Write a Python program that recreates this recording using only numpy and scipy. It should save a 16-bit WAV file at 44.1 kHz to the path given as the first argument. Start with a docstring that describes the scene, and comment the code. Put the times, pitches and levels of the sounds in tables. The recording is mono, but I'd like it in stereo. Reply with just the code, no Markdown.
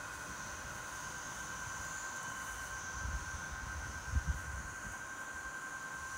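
"""The two blade motors of a robot mower turning on the spot whine a little apart, so the whines beat.
Each motor is a stack of sines on multiples of its shaft angle, swelling and dipping with the heading.
Filtered noise makes the air under the deck, a throbbing hiss and the grass being cut; stems snap as short cracks.
A light wind buffets the two microphone ports of a hand-held phone: low noise and short, sinking wobbles."""
import sys
import numpy as np
from scipy import signal
from scipy.fft import rfft, irfft, next_fast_len
from scipy.io import wavfile
from scipy.ndimage import uniform_filter1d

SR = 44100
rng = np.random.default_rng(int(sys.argv[2]) if len(sys.argv) > 2 else 0)


def log_audio(samples):
    """Write samples as a 16-bit WAV file to the path given in sys.argv[1]."""
    # one column per channel
    frames = np.atleast_2d(samples).T
    # limit to full scale, then quantise
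    limited = np.clip(frames, -1, 1)
    pcm = np.round(limited * 32767).astype(np.int16)
    wavfile.write(sys.argv[1], SR, pcm)


N = 272185
PADDED = next_fast_len(N)  # length of the spectra

# the mower turns steadily and faces the phone at this moment
TURN_DEG_PER_S, FACING_S = 18, 3.2
WHINE_ORDER = 31  # the strongest whine, in cycles per shaft turn

# broad sounds as the body turns: (time [s], hiss level [dB], hiss centre [Hz],
# deck air level from 3.3 to 5 kHz [dB], swing of the whine to the left [dB])
TURN = [(0.0, -52, 6500, -64, 2), (0.03, -54, 6430, -63, 2), (0.46, -49, 6380, -61, 1.5),
        (0.79, -53, 6550, -61, 1.5), (1.01, -50, 6400, -60, 0), (1.79, -48.5, 6420, -62, 0),
        (1.97, -45.5, 6720, -60.5, 1), (2.32, -49.5, 6560, -63.5, 0), (2.68, -52, 6400, -62.5, -1.5),
        (2.82, -49, 6360, -62, 1), (3.49, -53.5, 6260, -64, 0.5), (4.07, -53.5, 6300, -63.5, 0.5),
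        (4.64, -52.5, 6530, -66.5, -1.5), (4.79, -52.5, 6500, -69, -2.5), (5.7, -53, 6570, -65.5, -2),
        (5.96, -53, 6460, -64.5, -2), (6.17, -49.5, 6400, -63.5, 0.5)]
# colour of cut grass and snapping stems: (frequency [Hz], relative level per Hz [dB])
GRASS_COLOUR = [(4000, -29), (7000, 5.5), (8500, 1), (10000, 1), (12300, 3), (13500, -3), (16000, -11)]


def motors():
    """Two blade motors at slightly different speeds beat; also returns the faster shaft's angle."""
    # pitch of each motor's strongest whine: (time [s], slower motor [Hz], faster motor [Hz])
    whine_hz = [(0.0, 1554.43, 1564.82), (0.343, 1554.23, 1564.9), (0.686, 1554.56, 1566.65),
                (1.028, 1553.97, 1563.05), (1.371, 1553.49, 1562.06), (1.714, 1553.9, 1563.31),
                (2.057, 1554.64, 1563.56), (2.399, 1553.67, 1563.01), (2.742, 1553.16, 1560.58),
                (3.085, 1553.58, 1560.75), (3.428, 1553.72, 1560.4), (3.771, 1554.04, 1562.22),
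                (4.113, 1555.06, 1563.81), (4.456, 1555.83, 1566.39), (4.799, 1555.15, 1566.66),
                (5.142, 1554.53, 1565.82), (5.484, 1554.36, 1565.59), (5.827, 1553.76, 1563.76),
                (6.17, 1554.15, 1564.45)]
    # level of the two whines: (time [s], slower motor rms [dB], faster motor rms [dB])
    whine_db = [(0, -58.5, -57), (.5, -58.5, -55.5), (1.2, -52, -57.5), (2.05, -48, -55.5),
                (2.9, -52.5, -49.6), (3.9, -52.7, -52.5), (4.35, -51.5, -53.6), (5.5, -52, -46.9),
                (6.17, -53.3, -47.6)]
    # tones that leave the body at two spots: (shaft order, rms on a swell when facing [dB],
    # rise per 10 degrees [dB], depth of the dips [0-1], heading of a dip [degrees], dip spacing [degrees])
    slow_laws = [(20, -66, -.7, .3, -40, 60), (21, -65, -.5, .5, -3, 70), (28, -71, -.3, .4, 14, 60),
                 (29, -62, -.6, 0, 0, 50), (30, -66, .3, .45, 15, 50), (32, -74, -.4, .5, 5, 70)]
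    fast_laws = [(29, -54.6, .1, .3, -20, 70), (21, -55.8, .4, .4, 17, 60), (20, -66.5, 0, .3, -19, 52),
                 (30, -58.8, -.3, .75, 14, 52), (28, -65, -1.37, .3, -11, 38),
                 (63, -74.5, -.31, .3, -13, 34), (32, -73, .9, .2, -19, 40), (39, -70.5, -.3, .55, 7, 48),
                 (40, -75, 0, .6, -8, 48), (48, -76, 0, .7, -35, 70), (22, -69, 0, .6, 12, 50),
                 (53, -81, -1.4, .3, 0, 60)]
    # thin overtones that beam out at some angles: (shaft order, shaft order)
    beam_orders = (50, 60)
    # their levels on the slower motor: (time [s], first order rms [dB], second order rms [dB])
    beam_levels = [(0, -68.5, -84), (.75, -69.5, -78), (1.05, -78, -69.5), (1.45, -81, -67.5),
                   (1.8, -82, -70), (2.05, -82, -78), (2.25, -82, -64.5), (2.75, -83, -68),
                   (3.05, -83, -84), (3.9, -84, -75), (4.45, -84, -81), (4.75, -77, -88), (6.17, -85, -80)]
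    # the same overtones on the faster motor re the slower: (first order [dB], second order [dB])
    fast_beam_db = (-1.5, -3.5)
    cancel_s = 3.38  # the whines are in antiphase here, bar the shaft sway
    sway_rad = 0.003  # each shaft runs a little ahead and behind as the blades meet grass

    slow, fast = (np.cumsum(hz) * 2 * np.pi / SR for hz in curves(whine_hz))
    fast += np.pi - (fast - slow)[int(cancel_s * SR)]
    slow = slow / WHINE_ORDER + sway_rad * walk(4)
    fast = fast / WHINE_ORDER + sway_rad * walk(4)

    slow_db, fast_db = curves(whine_db)
    beams = [(order, db + 0.8 * walk(6)) for order, db in zip(beam_orders, curves(beam_levels))]
    slow_tones = [(order, lobes(*law)) for order, *law in slow_laws]
    slow_tones += [(WHINE_ORDER, slow_db)] + beams
    fast_tones = [(order, lobes(*law)) for order, *law in fast_laws]
    fast_tones += [(WHINE_ORDER, fast_db)]
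    fast_tones += [(order, db + offset_db) for (order, db), offset_db in zip(beams, fast_beam_db)]
    return motor(slow, slow_tones, -3) + motor(fast, fast_tones, 0), fast


def motor(angle, tones, comb_db):
    """Sines on multiples of the shaft angle; each flutters a little, the faint ones come and go and fade."""
    # fainter tones that both motors have: (shaft order, ..)
    faint_orders = (6, 10, 11, 12, 18)
    # their levels before the fade: (rms [dB], ..)
    faint_levels = (-73, -71.5, -74, -71.5, -70)
    fade_db = np.linspace(0, -7, N)
    faint = [(order, db + fade_db + 3 * walk(2.5)) for order, db in zip(faint_orders, faint_levels)]
    out = 0
    for order, db in tones + faint:
        # both whines start from a set phase, so their beat falls where it should
        start = 0 if order == WHINE_ORDER else rng.uniform(0, 2 * np.pi)
        flutter_db = 0.35 * walk(9)
        out = out + np.sqrt(2) * undb(db + flutter_db) * np.sin(order * angle + start)
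    taken = [order for order, _ in tones + faint]
    return out + comb(angle, taken, comb_db)


def comb(angle, taken, db):
    """One shaft turn of weak orders, repeated; groups of orders swell and sink on their own."""
    # outline of the comb, joined by straight lines: (shaft order, middle rms before the motor's offset [dB])
    outline = [(13, -80), (17, -77), (24, -75), (28, -76), (34, -81), (40, -80.5), (48, -83.5), (62, -87.5)]
    groups, scatter_db = 5, 2
    orders = np.arange(outline[0][0], outline[-1][0] + 1)
    scatter = scatter_db * rng.standard_normal(len(orders))
    start = 2 * np.pi * rng.random(len(orders))
    gains = np.sqrt(2) * undb(db + np.interp(orders, *np.transpose(outline)) + scatter)
    gains = gains * ~np.isin(orders, taken)
    turn = np.linspace(0, 2 * np.pi, 4096)
    waves = gains[:, None] * np.sin(orders[:, None] * turn + start[:, None])
    out = 0
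    for k in range(groups):
        one_turn = waves[k::groups].sum(axis=0)
        out = out + undb(3.5 * walk(3)) * np.interp(angle % (2 * np.pi), turn, one_turn)
    return out


def lobes(db, rise_db, depth, dip_deg, apart_deg):
    """Level in dB of two radiating spots that interfere as the heading changes."""
    heading = TURN_DEG_PER_S * (np.arange(N) / SR - FACING_S)
    pair = 1 + depth ** 2 - 2 * depth * np.cos(2 * np.pi * (heading - dip_deg) / apart_deg)
    return db + rise_db * heading / 10 + 10 * np.log10(pair / (1 + depth) ** 2)


def rush(shaft):
    """Everything airy from the mower: deck air, hollow, hiss and cut grass; tufts lift deck air and grass."""
    tuft_db = tufts()
    return deck_air(tuft_db) + hollow() + hiss(shaft) + cut_grass(tuft_db)


def tufts():
    """Rise in dB as the deck brushes thicker tufts."""
    # (time of the middle [s], rise [dB], length at half height [ms])
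    brushes = [(.15, 3, 36), (.76, 4, 89), (.93, 3.5, 150), (1.4, 1.5, 240), (1.85, 3.5, 100),
               (2.17, 4, 30), (2.48, 6, 190), (2.65, 4.5, 91), (4.4, 5, 98), (4.92, 2.5, 190),
               (5.22, 3.5, 57)]
    t = np.arange(N) / SR
    return sum(db * hump(t - s, ms) for s, db, ms in brushes)


def deck_air(tuft_db):
    """Broadband air under the deck; its bass, body and treble change apart as the mower turns."""
    # colour of the air: (frequency [Hz], relative level per Hz [dB])
    air_colour = [(200, -7), (300, -3), (430, -9.5), (570, -4.5), (650, -8), (760, -4.5), (900, -3),
                  (1050, -7.5), (1160, -9.5), (1270, 0.5), (1450, 1.5), (1750, -6), (2200, -13.5),
                  (2600, -16), (2950, -15), (3300, -18), (4800, -19.5), (8000, -30)]
    # bass re the rest: (level on a swell when facing [dB], rise per 10 degrees [dB], depth of the dips [0-1],
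    # heading of a dip [degrees], dip spacing [degrees])
    bass_law = (-0.5, 0.03, 0.05, -14, 91)
    # edges of the bands that swell and sink on their own: (frequency [Hz], ..)
    patch_edges = (1750, 2150, 2650, 3250, 4000, 4600, 5300)
    facing_db, rise_db_per_10_deg = -50, -0.19
    patch_db = 1.5
    tuft_share = 0.49  # share of a tuft's rise that also lifts the upper deck air

    air = unit(colour(rng.standard_normal(N), air_colour))
    treble = signal.sosfilt(signal.butter(2, 2600, "high", fs=SR, output="sos"), air)
    bass = signal.sosfilt(signal.butter(2, 800, fs=SR, output="sos"), air)
    heading = TURN_DEG_PER_S * (np.arange(N) / SR - FACING_S)
    bass_gain = undb(lobes(*bass_law) + 0.67 * walk(4.27))
    body = air - treble + (bass_gain - 1) * bass
    deck = undb(facing_db + rise_db_per_10_deg * heading / 10) * body
    # the treble escapes from another side of the deck, so the colour changes as it turns
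    treble_db = curves(TURN)[2]
    deck += undb(treble_db) * treble / np.std(band(treble, 3300, 5000))
    for lo, hi in zip(patch_edges, patch_edges[1:]):
        gain = undb(patch_db * walk(5) + tuft_share * tuft_db)
        deck = deck + (gain - 1) * band(deck, lo, hi)
    return deck


def hollow():
    """Noise ringing in the hollow of the deck, swelling and dipping with the heading."""
    # (rms on a swell when facing [dB], rise per 10 degrees [dB], depth of the dips [0-1],
    # heading of a dip [degrees], dip spacing [degrees])
    law = (-54, -0.25, .2, 11.5, 71)
    # band of the ringing: (from [Hz], to [Hz])
    ring_hz = (970, 1115)
    ring = unit(band(rng.standard_normal(N), *ring_hz))
    return undb(lobes(*law) + 1.1 * walk(10)) * ring


def hiss(shaft):
    """Bands of noise that throb six times a shaft turn, strongest near a wandering centre."""
    # (from [Hz], to [Hz])
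    bands = [(5250, 5650), (5850, 6300), (6300, 6800), (6850, 7250)]
    fall_db = 4  # at 500 Hz off the centre, growing with the square of the distance
    hiss_db, centre_hz = curves(TURN)[:2]
    throb = 1 + 0.098 * np.sin(6 * shaft)
    share = np.array([undb(-fall_db * (((lo + hi) / 2 - centre_hz) / 500) ** 2) for lo, hi in bands])
    # together the bands carry the level of the hiss
    share *= undb(hiss_db) / np.sqrt(np.sum(share ** 2, axis=0))
    out = 0
    for gain, (lo, hi) in zip(share, bands):
        noise = unit(band(throb * rng.standard_normal(N), lo, hi))
        out = out + gain * undb(1.5 * walk(6)) * noise
    return out


def cut_grass(tuft_db):
    """Grainy noise of grass being cut and brushed; the louder it gets, the more its top above 9.6 kHz rises."""
    # steady cutting: (time [s], level [dB])
    cutting = [(0, -57.5), (2.7, -58), (2.85, -61), (4.4, -59.5), (6.17, -59)]
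    # sparse samples jump up, and the whole wavers
    jumps_db = 2.2 * rng.exponential(size=N) * (rng.random(N) < 0.02)
    grains = undb(jumps_db + 1.2 * walk(12))
    grass = unit(colour(grains * rng.standard_normal(N), GRASS_COLOUR))
    rustle_db = curves(cutting)[0] + tuft_db
    top_db = 0.56 * (rustle_db + 58)
    grass += (undb(top_db) - 1) * band(grass, 9600, 21000)
    return undb(rustle_db) * grass


def snaps():
    """Snapping stems: short decaying cracks of noise with the colour of the grass."""
    # (time [s], starting level before colouring [dB])
    stems = [(0.2967, -51), (1.1827, -45), (1.8502, -45), (2.164, -45), (2.2304, -39), (2.2987, -44),
             (2.6194, -49), (4.9212, -43), (5.0669, -48)]
    out, t = np.zeros(N), np.arange(600) / SR
    cracks = rng.standard_normal((len(stems), len(t))) * np.exp(-t / 0.003)
    for (s, db), crack in zip(stems, cracks):
        out[int(s * SR):][:len(t)] += undb(db) * crack
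    return colour(out, GRASS_COLOUR)


def wind():
    """Low rumble at the ports with short pressure wobbles; mostly alike left and right."""
    # buffets: (time of the middle [s], peak level [dB], pitch at the middle [Hz], length at half height [ms])
    buffets = [(0.678, -41, 87, 8.1), (1.37, -50, 60, 25), (1.678, -40.5, 92, 12), (1.805, -45, 64.6, 18),
               (2.952, -44, 70, 11), (2.974, -42, 57, 16), (3.015, -37, 68, 11), (3.053, -33, 78.6, 15),
               (3.083, -34, 63, 15), (3.088, -42.5, 210, 7), (3.112, -37, 75, 23), (3.152, -33.5, 58, 33),
               (3.219, -39, 58, 16), (3.282, -44, 75.4, 27), (3.351, -36, 68.5, 18), (3.53, -38, 58, 21),
               (3.635, -35, 55, 17), (3.588, -44, 80, 20), (3.671, -41.5, 95, 11), (3.694, -41, 96, 9.5),
               (3.727, -46, 80, 16), (3.781, -37.5, 70, 43), (3.83, -46, 80, 14), (3.861, -42, 110, 15),
               (3.893, -41, 74.6, 23), (3.969, -47, 75, 16), (4.019, -42.5, 86, 14), (4.091, -35.5, 60, 33),
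               (4.133, -30.5, 78, 13), (4.158, -40.5, 235, 9.1), (4.173, -23.5, 68, 24),
               (4.216, -36, 62, 9.8), (4.258, -40, 93, 10), (4.279, -33, 90, 14), (4.3, -25, 70, 21),
               (4.357, -34.5, 60.5, 31), (4.403, -41, 91, 20), (4.431, -49, 90, 11), (4.459, -46, 120, 18),
               (4.497, -40, 70, 46), (4.544, -38, 80, 16), (4.575, -37, 66, 36), (4.605, -37, 118, 4),
               (4.655, -40, 60, 17), (4.724, -48, 90, 16), (4.849, -44, 165, 8.1), (4.868, -37, 121, 5.3),
               (4.89, -45, 55, 24), (4.92, -48, 90, 28), (5.352, -46, 70, 18), (5.465, -48, 58, 42),
               (5.751, -54, 75, 16), (6.024, -49, 70, 48)]
    mid = breeze()
    side = undb(-5.5) * breeze()  # the steady rumble is nearly the same at both ports
    t = np.arange(-4000, 4000) / SR
    chance = rng.random((len(buffets), 2))
    turbulence = unit(band(rng.standard_normal(N), 90, 152))
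    for (s, db, hz, ms), (start, lean) in zip(buffets, chance):
        # each wobble sinks in pitch as the eddy passes
        angle = 2 * np.pi * (hz * t * (1 - 2 * t) + start)
        wobble = undb(db) * hump(t, ms) * np.cos(angle)
        i = int(s * SR) - len(t) // 2
        # finer turbulence rides on its leading edge
        wobble += undb(db - 15.5) * hump(t + 0.012, ms) * turbulence[i:i + len(t)]
        mid[i:i + len(t)] += wobble
        # a delayed copy leans to a random side
        side[i:i + len(t)] += np.roll(wobble, 150) * (2 * lean - 1)
    return mid + undb(-7.5) * side * np.array([[1], [-1]])


def breeze():
    """Steady wind rumble: deep noise and an upper part that waver apart."""
    # (time [s], deep level [dB], upper level [dB])
    levels = [(0, -67, -63), (.3, -53.5, -58), (.6, -55.5, -62), (.91, -61, -62.5), (1.79, -56.5, -58.5),
              (2.06, -63.5, -63), (2.8, -55.5, -57), (3.05, -54.5, -63), (3.37, -53.5, -63),
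              (3.9, -53, -58), (4.3, -50, -61), (4.5, -50, -58), (4.65, -54.5, -61.5), (5.16, -66, -69),
              (5.7, -79, -59), (6.17, -57, -63)]
    # colour of the deep part: (frequency [Hz], relative level per Hz [dB])
    rumble_colour = [(18, -42), (30, -23), (55, 0.5), (80, -5.5), (130, -11.5), (220, -53), (450, -40),
                     (1500, -84)]
    deep_db, upper_db = curves(levels)
    deep = unit(colour(rng.standard_normal(N), rumble_colour))
    upper = unit(band(rng.standard_normal(N), 88, 204))
    return deep * undb(deep_db + 2.0 * walk(12)) + upper * undb(upper_db + 3.2 * walk(12))


def undb(db):
    """dB to gain."""
    return 10 ** (np.asarray(db) / 20)


def unit(x):
    """Scaled to rms 1."""
    return x / np.sqrt(np.mean(x ** 2))


def hump(t, ms):
    """Bell of height 1 around t = 0, ms long at half height."""
    return np.exp(-np.log(16) * (1000 * t / ms) ** 2)


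def walk(rate):
    """Random levels held 1 / rate s and slewed twice; spread 1."""
    k = int(SR / rate)
    steps = np.repeat(rng.standard_normal(N // k + 1), k)
    return unit(uniform_filter1d(uniform_filter1d(steps, k), k)[:N])


def curves(table):
    """Every column of a table of (time [s], value, ..) rows, sample by sample."""
    s, *columns = np.transpose(table)
    return [np.interp(np.arange(N) / SR, s, c) for c in columns]


def over_hz(table):
    """Every column of a table of (frequency [Hz], value, ..) rows, bin by bin on a log scale."""
    hz, *columns = np.transpose(table)
    bins = np.log(np.arange(1, PADDED // 2 + 2) * SR / PADDED)
    return [np.interp(bins, np.log(hz), c) for c in columns]


def colour(x, spectrum):
    """A sound filtered by a curve of (frequency [Hz], gain [dB]) points."""
    return irfft(rfft(x, PADDED) * undb(over_hz(spectrum)[0]), PADDED)[:N]


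def band(x, lo_hz, hi_hz):
    """Butterworth band-pass."""
    return signal.sosfilt(signal.butter(2, [lo_hz, hi_hz], "band", fs=SR, output="sos"), x)


def scene():
    """Each port hears the mower with its own phase and level; a part of the noise differs between them."""
    # (frequency [Hz], left minus right [dB], share of the noise that is alike [0-1],
    # left minus right after the swing [dB], share alike after the swing [0-1])
    port_table = [(100, -1.5, 1, -1.5, 1), (307, 1.5, 0.23, 1.5, .23), (606, -1, 0.4, -1, .4),
                  (1310, -3, 0.85, -2.5, .85), (2070, -2.5, 0.75, -2, .5), (2650, -1.5, .6, 0, .45),
                  (2950, 1.5, 0.55, 2.5, .45), (3300, .5, .75, 2.5, .3), (4270, 0, .95, 1.5, .4),
                  (4950, -1, 0.4, 1.5, .03), (5950, -2.5, 0.6, -2.5, .08), (6450, -1, .55, -1, .15),
                  (6900, 1, 0.09, -1, .15), (7250, 0, 0.2, -2, .3), (7900, 0, .95, -.5, .95),
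                  (12000, 0, .96, 0, .96), (13500, 0, .6, 0, .6), (15900, 0, 0.8, 0, .8)]
    # (frequency [Hz], lead of the right port [rad], lead after the swing [rad])
    lead_table = [(100, 0, 0), (400, .1, .2), (1050, .35, .9), (1300, .5, 1), (1500, .72, 1.25),
                  (1750, .7, 1.3), (2050, 0, .6), (2350, -.1, .2), (2900, -.4, -.2), (3300, -.1, .2),
                  (4500, 0, .1), (5300, 1, 1), (5950, 1.2, 1.9), (6500, 1.5, 3.3), (7300, 5, 4.8),
                  (8400, 6.28, 6.28), (9600, 6.28, 6.28), (11200, 9.42, 9.42), (13000, 9.42, 9.42),
                  (14500, 12.57, 12.57)]
    # the phone swings round: (from [s], to [s])
    swing_s = (4.34, 4.6)
    tones, shaft = motors()
    common = rfft(tones + snaps(), PADDED)
    shared, other = rfft(rush(shaft), PADDED), rfft(rush(shaft), PADDED)

    def heard(lead, pan_db, alike):
        """Both ports for one way of holding the phone."""
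        alike = np.clip(alike, 0, 1)
        right_noise = np.sqrt(alike) * shared + np.sqrt(1 - alike) * other
        left = (common + shared) * undb(pan_db / 2)
        right = (common + right_noise) * undb(-pan_db / 2) * np.exp(1j * lead)
        return irfft(np.array([left, right]), PADDED)[:, :N]

    leads, columns = over_hz(lead_table), over_hz(port_table)
    swung = np.interp(np.arange(N) / SR, swing_s, (0, 1))
    before, after = heard(leads[0], *columns[:2]), heard(leads[1], *columns[2:])
    ports = (1 - swung) * before + swung * after
    # the hand also sways a little, which shifts the band around the whine from side to side
    pan_db = curves(TURN)[-1]
    sway = undb(np.array([[1], [-1]]) * pan_db / 2) - 1
    return ports + sway * band(ports, 890, 2040) + wind()


def record(dry):
    """The deepest bass is cut away, and the phone cuts the top."""
    dry = signal.sosfilt(signal.butter(2, 33, "high", fs=SR, output="sos"), dry)
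    return signal.sosfilt(signal.ellip(12, 0.3, 70, 15750, fs=SR, output="sos"), dry)


dry = scene()
out = record(dry)
log_audio(out)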